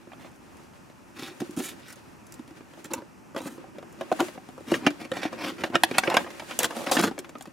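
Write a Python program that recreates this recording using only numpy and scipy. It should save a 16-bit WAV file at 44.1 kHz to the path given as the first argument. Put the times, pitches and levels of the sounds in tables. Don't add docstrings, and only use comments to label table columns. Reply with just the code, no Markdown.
import sys
import numpy as np
from scipy import signal
from scipy.fft import rfft, irfft
from scipy.io import wavfile
from scipy.ndimage import uniform_filter1d

SR = 44100
rng = np.random.default_rng(int(sys.argv[2]) if len(sys.argv) > 2 else 0)


def dump_mix(stems):
    frames = np.atleast_2d(stems).T
    limited = np.clip(frames, -1, 1)
    pcm = np.round(limited * 32767).astype(np.int16)
    wavfile.write(sys.argv[1], SR, pcm)


N = 331808

# main blow in seconds, hollow thump in dB, panel knock in dB, crack in dB,
# treble over crack in dB, favoured hollow, panel and crack pitches in Hz, fall in ms.
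HITS = [(0.072, -42.5, -51, -69, -5, 298, 910, 1770, 4.4),
        (0.1182, -57, -44.5, -47, -34, 280, 860, 2150, 3),
        (0.1328, -60, -42, -48, -31, 260, 800, 1400, 3.9),
        (0.2462, -46.6, -44, -50, -28, 323, 655, 1490, 3.4),
        (0.7348, -51.5, -59, -60, -13, 262, 970, 1880, 4.7),
        (0.8994, -51, -49.9, -58, -10, 330, 635, 2040, 4.9),
        (1.224, -33, -44, -45, -1.8, 360, 600, 2330, 3.6),
        (1.403, -30.5, -41, -40.5, -1.5, 309, 690, 1890, 4.8),
        (1.4174, -25, -34.5, -43, -11, 326, 794, 1770, 3.2),
        (1.4933, -32.5, -58, -62, -8, 298, 590, 2160, 2.9),
        (1.5731, -23.4, -37, -54, 11, 325, 640, 1620, 3), (1.5918, -29, -42, -47, 8, 284, 740, 2210, 4.7),
        (1.6017, -30, -39, -36.7, -9, 315, 940, 2210, 4.2),
        (2.3937, -34, -44.5, -54, -6, 304, 940, 1330, 3.7),
        (2.4774, -46, -59.8, -57, 0, 300, 740, 1680, 4.0),
        (2.5085, -41, -52, -59, -9.4, 340, 930, 1810, 4.2),
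        (2.6068, -43, -48.5, -53, -21, 344, 1020, 1660, 3.4),
        (2.7359, -52, -48.8, -52, -10, 320, 637, 1760, 5.3),
        (2.7744, -46.6, -44, -62, -10.7, 350, 775, 1440, 4.3),
        (2.8467, -45, -52, -43, -29, 320, 680, 1920, 4.8),
        (2.8541, -39.8, -49, -49, 3, 322, 560, 1890, 5.7),
        (2.9185, -40, -46, -44, -21, 350, 590, 1300, 3.8),
        (2.9356, -36, -27.5, -35.5, 10, 325, 560, 1560, 2.37),
        (3.0194, -43, -40.5, -56, -13, 330, 550, 1390, 4.8),
        (3.3471, -37, -34.5, -53, -5, 360, 550, 1610, 3.2),
        (3.3638, -28, -25, -35.5, -11, 334, 630, 1610, 3.1),
        (3.4037, -36, -36, -44, -9, 316, 590, 1590, 4.8),
        (3.4563, -29.5, -36, -51, -3, 283, 530, 1310, 5.2),
        (3.579, -39.5, -42.5, -57, -9, 380, 567, 1640, 2.83),
        (3.6417, -50, -41.5, -64, -19, 340, 690, 1330, 4.4),
        (3.7842, -44, -35.5, -46, -13, 320, 690, 1360, 5.1),
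        (3.8267, -54, -40.5, -50.5, -13, 250, 630, 1620, 4.2),
        (4.0105, -33, -26.5, -37.5, -11, 317, 637, 1630, 2.93),
        (4.1165, -25.7, -15.5, -34, -16, 335, 638, 1330, 4.43),
        (4.1245, -25, -23, -36, -5, 310, 686, 1810, 2.9),
        (4.2041, -17.7, -24.5, -25, -9.5, 352, 640, 1490, 3.94),
        (4.2247, -25, -32, -50.4, 1, 330, 540, 1560, 3.4),
        (4.2844, -39.6, -37, -39, -21, 322, 606, 1930, 3.7),
        (4.356, -44, -43.5, -63, -16.8, 293, 570, 1750, 4.0),
        (4.3766, -38.5, -37.5, -49, -30, 307, 690, 1900, 3.6),
        (4.4886, -42, -42, -55, 0, 260, 774, 1300, 2.5), (4.579, -45.4, -38, -57, -2, 308, 530, 1860, 3.4),
        (4.606, -40.5, -43.0, -58.3, -4, 340, 560, 1570, 4.5),
        (4.718, -15, -20, -33.5, -7, 317, 540, 1630, 4.5),
        (4.7403, -40, -26, -22.5, -30, 288, 550, 1660, 3.5),
        (4.8662, -12.5, -17.5, -15, -22, 297, 655, 2120, 6.5),
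        (4.9053, -32.5, -38.9, -38.5, -8.5, 290, 600, 1690, 3.9),
        (5.1169, -29, -24.5, -30, -12, 287, 530, 1740, 2.65),
        (5.1686, -35, -32, -34, -12, 288, 800, 1700, 3.5),
        (5.2315, -49, -31, -28.5, -16, 320, 690, 2330, 3.9),
        (5.2526, -24.5, -26.5, -36, -23, 320, 736, 1900, 4.0),
        (5.3291, -41, -32.5, -41, -12.8, 250, 620, 2100, 6.6),
        (5.6375, -27.1, -23.5, -24.5, -16, 292, 640, 1740, 5.7),
        (5.7005, -31.5, -40, -52, -10.7, 267, 600, 1720, 3.5),
        (5.754, -25.5, -17.4, -14.5, -21, 336, 710, 1520, 4.38),
        (5.8352, -25, -13, -12, -6.5, 336, 866, 1660, 1.84),
        (5.9121, -25, -29.5, -32.5, -13, 263, 666, 1620, 2.64),
        (5.9831, -29.4, -17, -15, -3, 290, 745, 1670, 2.84),
        (6.0356, -48, -26.5, -23, -32, 330, 820, 1700, 4.0),
        (6.0752, -21.5, -23.5, -23, -32, 350, 570, 1410, 3.7),
        (6.1, -34, -25, -28, -9.4, 300, 1000, 1570, 3.4), (6.1179, -37, -29, -33, -33, 280, 784, 1640, 4.6),
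        (6.1423, -27.5, -20, -24.5, -11.5, 350, 920, 1550, 4.3),
        (6.1683, -27, -13, -13, -16.5, 290, 1120, 1600, 3.3),
        (6.2453, -40, -41, -40.7, -30, 360, 1110, 1800, 5),
        (6.3043, -56, -46.3, -43, -10, 300, 1050, 1760, 4.4),
        (6.3969, -50, -37.8, -36, -11.5, 360, 930, 2290, 4.9),
        (6.4221, -44.2, -36.5, -52, -8.8, 280, 920, 1340, 6.7),
        (6.5096, -42.4, -37.2, -37, -10, 330, 920, 1420, 3.2),
        (6.5904, -35, -27, -33, 16, 250, 970, 2310, 2.95),
        (6.6314, -35.8, -39, -31.5, 6.5, 328, 775, 1810, 3.9),
        (6.644, -32, -33, -22.1, -3, 293, 1020, 1740, 4.1),
        (6.7074, -41, -35, -37.5, -10, 302, 960, 1610, 4.6),
        (6.7664, -33.3, -31, -39.5, 1, 271, 655, 1730, 2.8),
        (6.8696, -32, -29, -28, -29, 230, 640, 1430, 3.4),
        (6.9155, -27.5, -29, -30.5, 4.5, 278, 570, 2170, 4.2),
        (6.9681, -21, -22.9, -21, -18, 283, 1050, 1830, 5.3),
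        (6.9944, -23, -34, -28, -2.5, 360, 640, 1390, 3.6),
        (7.0373, -26.5, -21, -23.5, -11.8, 300, 1170, 1440, 6.4),
        (7.1115, -31, -35.5, -44.2, -14.2, 296, 735, 1380, 4.0),
        (7.1794, -35, -32.5, -37.8, -19, 334, 620, 2320, 3.3),
        (7.1899, -35, -50, -39, 5, 350, 500, 2100, 2.3),
        (7.2454, -60, -48, -42.5, -16, 310, 970, 2240, 3.9),
        (7.2925, -47, -44.5, -48, -1, 285, 670, 1840, 4.3),
        (7.3536, -39, -35.5, -44.5, -24, 287, 1100, 1560, 2.7),
        (7.4089, -51, -40, -44.4, -4, 277, 795, 1600, 3.7),
        (7.4558, -56, -43.5, -49, -6, 280, 930, 1830, 5.7),
        (7.4734, -40.5, -46, -56, -4, 260, 540, 1577, 5)]
# main blow in seconds, level in dB.
TICKS = [(0.3162, -54), (0.3605, -53), (0.5696, -48), (1.509, -39.5), (1.9265, -37), (1.9587, -44),
         (2.2677, -43), (2.3229, -34), (2.3413, -37.5), (2.8442, -33.5), (3.926, -46), (6.5404, -45),
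         (7.013, -20), (7.3841, -44), (7.424, -34.5)]
TICK_COLOUR_DB = (-24, -24, -22, -31, -9)
# start in seconds, rise, hold and fall in ms (kept to 1-95 ms),
# hollow, panel and rasp levels in dB, treble over rasp in dB.
SCRAPES = [(0.19, 11, 56, 26, -71, -55.5, -55.5, -10.5), (1.141, 69, 45, 88, -42.5, -47.5, -45, -5.5),
           (1.562, 3.4, 44, 21, -32, -44, -48, 5.5), (1.614, 3.4, 70, 62, -54, -57, -48.5, 5),
           (1.84, 29, 68, 10, -65, -61, -52.5, -5), (2.899, 10, 46, 75, -39, -41.5, -51.5, -6),
           (3.359, 5, 22, 15, -58, -39, -40.5, -9.5), (3.41, 9.1, 48, 71, -39.5, -42.5, -49, 0),
           (3.491, 7.5, 75, 8, -67, -58, -60.5, 3), (4.189, 7, 4.3, 19.6, -24.5, -19.5, -31.5, -8),
           (4.66, 78, 5.6, 46, -31.5, -37.5, -35.5, -7.5), (4.801, 38, 27, 15, -33.5, -40, -43.5, -20),
           (4.989, 12.5, 50, 27, -45.5, -46.5, -47.5, -13), (5.13, 7.1, 66, 15, -39.5, -40, -40, -13),
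           (5.199, 20, 37, 44, -43, -39.5, -36.5, -16), (5.31, 6.7, 6.8, 14, -39, -42.5, -46, -16),
           (5.36, 89, 18, 13, -38.5, -35.5, -36.5, -14), (5.42, 34, 49.4, 22, -37, -40, -37.5, -10.5),
           (5.574, 21.6, 24, 12, -40, -43, -42, -13), (5.645, 3, 20, 19, -44, -40, -43, -10.5),
           (5.719, 33, 5.7, 3.8, -26.5, -27, -34.5, -23), (5.92, 30, 40, 11, -41, -43, -39, -28),
           (6.05, 22, 110, 59, -37, -29, -35, -26), (6.165, 3.7, 6.6, 22, -37, -26, -31, -20),
           (6.258, 6.7, 7.6, 14, -63, -37.5, -42.5, -26), (6.47, 39, 20, 17, -50, -42, -43.5, -18),
           (6.595, 6, 51, 13, -38.5, -31, -34.5, -4.5), (6.7, 2.8, 15, 22, -61, -36, -49, -15),
           (6.74, 24, 75, 21, -55, -36.5, -47.5, 0), (6.86, 2.8, 41, 10, -38, -33, -38.5, -10),
           (6.912, 1.8, 42, 10, -37, -26.5, -29.5, -0.5), (6.967, 1.4, 33, 26, -28, -26, -31, -10.5),
           (7.022, 2.4, 8, 75, -23.5, -26.5, -30, -5)]
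# start in seconds, length in seconds, level in dB.
CUTS = [(1.155, 0.17, -45), (1.602, 0.14, -47), (1.81, 0.084, -56)]
# pitch in Hz, width in Hz, relative level in dB.
BLADE_BANDS = [(2530, 220, 0), (3570, 200, 2), (4900, 250, -5)]
# time in seconds, level in dB, brightness in dB per register.
RUB = [(0.0, -55.5, -3), (1.0, -61.5, -2.5), (1.51, -47.5, -2.5), (2.22, -58.5, -3), (2.81, -52.5, -2.5),
       (3.35, -62.5, -5), (3.5, -52.5, -5), (3.87, -55, -6), (4.23, -42.5, -1), (4.4, -53.5, -2.5),
       (4.61, -56, -2), (4.75, -46.5, -3), (5.15, -48.5, -3.5), (5.25, -45.5, -4), (5.74, -47, -3.5),
       (6.05, -39, -1.5), (6.33, -46, -2.5), (6.53, -47, -0.5), (6.83, -42.5, -2), (6.97, -36.5, -0.5),
       (7.18, -50, -5.5), (7.52, -55.5, -3.5)]
RUB_COLOUR_DB = (0, 0, 0, 0.5, -0.5)
# pitch in Hz, relative level in dB, t60 in seconds.
MODES = [
    [(122, -4, 0.055), (209, -28, 0.064), (267.2, 3.5, 0.071), (301.5, -1.5, 0.13), (343.7, 10.5, 0.086),
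     (402, -5.5, 0.04)],
    [(487, -32, 0.048), (560.5, 11, 0.055), (648, -0.5, 0.054), (742, 8, 0.044), (873, 10, 0.012),
     (1020, -5.5, 0.038), (1225, -2, 0.048)],
    [(1318, 11, 0.035), (1636, -2.5, 0.047), (1852, 6, 0.021), (2284, 0, 0.046)],
    [(2724, 0.5, 0.04), (3370, -2, 0.039), (3900, 5.5, 0.013)],
    [(7360, -4, 0.011), (9660, 1, 0.0026)],
]
# low edge in Hz, high edge in Hz, broad crack over modes in dB for hits,
# the same for rubbing and scraping, t60 of the small dense modes in seconds, low-pass tilt from 0 to 1.
REGISTERS = [(170, 500, -14.5, -2.5, 0.056, 0.8), (408, 1154, -6, -2, 0.046, 0),
             (1267, 2860, 1.5, 8.5, 0.032, 0.45), (2590, 5610, 4.5, 20.5, 0.041, 0.59),
             (5250, 13700, 1.5, 12, 0.088, 1)]
RING_SAMPLES = (3072, 2048, 1280, 1024, 768)
# time in seconds, left minus right in dB.
HANDS = [(0., -3.5), (1.2, -0.5), (2.6, -2), (4.3, 1), (5.6, -0.2), (6.2, -1.5), (7.5, 0.9)]
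# frequency in Hz, relative level in dB.
AIR_SPECTRUM = [(15, -44), (25, -15.5), (95, 2.5), (252, 5), (483, -5.5), (669, -6), (902, -4),
                (1880, -12.5), (2090, -15.5), (2600, -13.5), (3700, -28.5), (5570, -21.5), (9850, -27.5),
                (14800, -32.5), (16500, -60)]
# frequency in Hz, left-right likeness from 0 to 1.
AIR_LIKENESS = [(30, 0.44), (120, 0.093), (1000, 0.09), (6000, 0.93), (14000, 0.54)]

FAVOUR_DB = 60
SNAP_SHARE, SNAP_DB = 0.39, 0.72
ONSET_SHARE = .5
TICK_FALL_MS = 3.3
NEAR_DB, NEAR_T60_S = -12, 0.012
SIDE_TREBLE_DB, SIDE_TREBLE_HZ = -11, 11400
LOW_CUT_HZ = 85
ROOM_DB, ROOM_T60_S, ROOM_TOP_HZ = -24.5, 0.19, 5300
AIR_DB = -51.5
BLOCK = 4096
CEILING, TOP_HZ = .97, 15900


def hits():
    s, *levels_db, hollow_hz, panel_hz, crack_hz, fall_ms = np.transpose(HITS)
    return blows(s, registers(*levels_db), (hollow_hz, panel_hz, crack_hz), fall_ms)


def ticks():
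    s, level_db = np.transpose(TICKS)
    part_db = [level_db + colour for colour in TICK_COLOUR_DB]
    return blows(s, part_db, (), np.full(len(s), TICK_FALL_MS))


def blows(s, part_db, favoured_hz, fall_ms):
    ms = np.arange(BLOCK // 3) * 1000 / SR
    fall = np.clip(fall_ms, .3, 12)[:, None]
    onset = ONSET_SHARE * fall
    envelope = np.where(ms < onset, (ms / onset) ** 2, np.exp(-(ms - onset) / fall))
    burst = slips((len(s), len(ms)), share=.06, spread_db=1.97) * envelope
    burst += 2.61 * np.clip(1 - np.abs(ms - onset) * SR / 1000, 0, 1)
    sound = np.zeros((len(s), BLOCK + len(ms)))
    for k, (db, hz) in enumerate(zip(part_db, favoured_hz + (None,) * 5)):
        ring = response(k, count=len(s), scatter_db=1.0, rubbed=False, favoured_hz=hz)
        ring = signal.fftconvolve(burst, ring, axes=1)
        power = uniform_filter1d(ring[:, :BLOCK // 2] ** 2, size=256, axis=1)
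        loudest = np.sqrt(power.max(axis=1))
        sound[:, :ring.shape[1]] += ring * (undb(db) / loudest)[:, None]
    return place(s - onset[:, 0] / 1000, sound)


def registers(hollow_db, panel_db, crack_db, treble_db):
    snap_db = crack_db + SNAP_DB + SNAP_SHARE * treble_db
    return hollow_db, panel_db, crack_db, snap_db, crack_db + treble_db


def scrapes():
    s, rise_ms, hold_ms, fall_ms, *levels_db = np.transpose(SCRAPES)
    ms = np.arange(3 * BLOCK) * 1000 / SR
    rise, hold, fall = (np.clip(v, 1, 95)[:, None] for v in (rise_ms, hold_ms, fall_ms))
    pressure = np.clip(np.minimum(ms / rise, 1 + (rise + hold - ms) / fall), 0, 1)
    under = (s * SR).astype(int)[:, None] + np.arange(len(ms))
    grit = unit(slips((len(s), len(ms)), share=.07, spread_db=2.26)) * undb(3.2 * walk(110)[under])
    sound = np.zeros((len(s), 4 * BLOCK))
    for k, db in enumerate(registers(*levels_db)):
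        ring = response(k, count=len(s), scatter_db=2.0, rubbed=True)
        drive = grit * pressure ** (0.67 + 0.15 * k) * undb(1.3 * walk(130)[under])
        ring = signal.fftconvolve(drive, ring, axes=1)
        sound[:, :ring.shape[1]] += ring * undb(db)[:, None]
    return place(s, sound)


def blade():
    t = np.arange(N) / SR
    grit = slips(N, share=0.035, spread_db=2.8) * undb(1.4 * walk(90))
    ring = 0
    for hz, width, db in BLADE_BANDS:
        ring = ring + undb(db) * unit(band(grit, hz - 1.2 * width, hz + 1.5 * width))
    swell = 0
    for start, length, db in CUTS:
        swell = swell + undb(db) * np.sin(np.pi * np.clip((t - start) / length, 0, 1))
    return unit(ring) * swell


def rubbing():
    s, level_db, bright_db = np.transpose(RUB)
    t = np.arange(N) / SR
    grip_db = 2.9 * walk(27) - 3.0
    grit = slips((3, N), share=.08, spread_db=2.06)
    out = 0
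    for k, colour_db in enumerate(RUB_COLOUR_DB):
        db = level_db + colour_db + bright_db * (k - 1)
        ring = response(k, count=3, scatter_db=1.5, rubbed=True)
        rub = signal.oaconvolve(grit, ring, axes=1)[:, :N]
        pair = rub[0] + np.array([[1.86, 0.077], [0.08, 1.6]]) @ rub[1:]
        out = out + unit(pair) * undb(np.interp(t, s, db) + grip_db + 0.88 * walk(6.7))
    return out


def slips(shape, share, spread_db):
    when, size = rng.random(shape), rng.exponential(size=shape)
    out = np.zeros(shape)
    slip = when < share
    sign = np.sign(when[slip] - share / 2)
    out[slip] = sign * undb(np.minimum(spread_db * size[slip], 15))
    return out


def response(k, count, scatter_db, rubbed, favoured_hz=None):
    lo_hz, hi_hz, hit_db, rub_db, dense_t60, tilt = REGISTERS[k]
    t = np.arange(RING_SAMPLES[k], dtype=np.float32) / np.float32(SR)
    modes = 0
    for hz, db, t60 in MODES[k]:
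        tune, weight = rng.standard_normal((count, 2), dtype=np.float32).T[:, :, None]
        if favoured_hz is not None:
            db = db - FAVOUR_DB * np.abs(np.log2(hz / favoured_hz))[:, None]
        ring = np.sin(np.float32(2 * np.pi * hz) * (1 + np.float32(.04) * tune) * t) * decay(t, t60)
        modes = modes + undb(db + scatter_db * weight) * ring
    broad = unit(rng.standard_normal((count, len(t))) * decay(t, dense_t60)) / np.sqrt(len(t))
    broad[:, 0] += 1.5 if rubbed else 1.2
    broad = band(signal.lfilter([1], [1, -min(tilt, .95)], broad), lo_hz, hi_hz)
    both = unit(modes) + undb(rub_db if rubbed else hit_db) * unit(broad)
    return unit(band(both, 0.62 * lo_hz, 1.445 * hi_hz)) / np.sqrt(len(t))


def place(times, sounds):
    t = np.arange(512) / SR
    near, treble = rng.standard_normal((len(times), 2, len(t))).transpose(1, 0, 2)
    near = unit(band(near * decay(t, NEAR_T60_S), 460, 20700))
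    treble = unit(band(treble * np.exp(-t / 0.0011), SIDE_TREBLE_HZ, 2 * SIDE_TREBLE_HZ))
    echoes = (undb(NEAR_DB) * near + undb(SIDE_TREBLE_DB) * treble) / np.sqrt(len(t))
    size = sounds.shape[1]
    pans_db = np.interp(times, *np.transpose(HANDS))
    sides = signal.fftconvolve(sounds, echoes, axes=1)[:, :size]
    out = np.zeros((2, N + size))
    for start, mid, side, pan_db in zip((times * SR).astype(int), sounds, sides, pans_db):
        pair = np.array([mid + side, mid - side])
        out[:, start:start + size] += pair * undb(np.array([[pan_db], [-pan_db]]) / 2)
    return out[:, :N]


def room(dry):
    t = np.arange(4 * BLOCK) / SR
    tail = band(rng.standard_normal((2, len(t))), 68, ROOM_TOP_HZ)
    tail = tail * decay(t, ROOM_T60_S) * (t > .006)
    tail = undb(ROOM_DB) * unit(tail) / np.sqrt(len(t))
    return signal.fftconvolve(dry.mean(axis=0, keepdims=True), tail, axes=1)[:, :N]


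def air():
    log_hz = np.log(np.fft.rfftfreq(N, 1 / SR) + 1)
    colour_hz, colour_db = np.transpose(AIR_SPECTRUM)
    colour = undb(np.interp(log_hz, np.log(colour_hz), colour_db))
    like_hz, likeness = np.transpose(AIR_LIKENESS)
    like = np.clip(np.interp(log_hz, np.log(like_hz), likeness), 0, 1)
    mid, side = rfft(rng.standard_normal((2, N))) * colour * np.sqrt([1 + like, 1 - like])
    hush = unit(irfft(np.array([mid + side, mid - side]), N))
    return hush * undb(AIR_DB + 1.35 * walk(9.9))


def walk(rate):
    k = int(SR / rate)
    return uniform_filter1d(np.repeat(rng.standard_normal(N // k + 1), k), k)[:N]


def decay(t, t60):
    return np.exp(-np.log(1000) * t / t60)


def band(x, lo_hz, hi_hz):
    sos = signal.butter(2, [lo_hz, min(hi_hz, .45 * SR)], "band", fs=SR, output="sos")
    return signal.sosfilt(sos, x)


def unit(x):
    return x / np.sqrt(np.mean(x ** 2, axis=-1, keepdims=True))


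def undb(db):
    return 10 ** (np.asarray(db) / 20)


def scene():
    close = hits() + ticks() + scrapes() + blade() + rubbing()
    close = signal.sosfilt(signal.butter(3, LOW_CUT_HZ, "high", fs=SR, output="sos"), close)
    return close + room(close) + air()


def record(dry):
    rounded = dry / (1 + dry ** 8) ** (1 / 8) * CEILING
    return signal.sosfilt(signal.ellip(8, .2, 70, TOP_HZ, fs=SR, output="sos"), rounded)


dry = scene()
out = record(dry)
dump_mix(out)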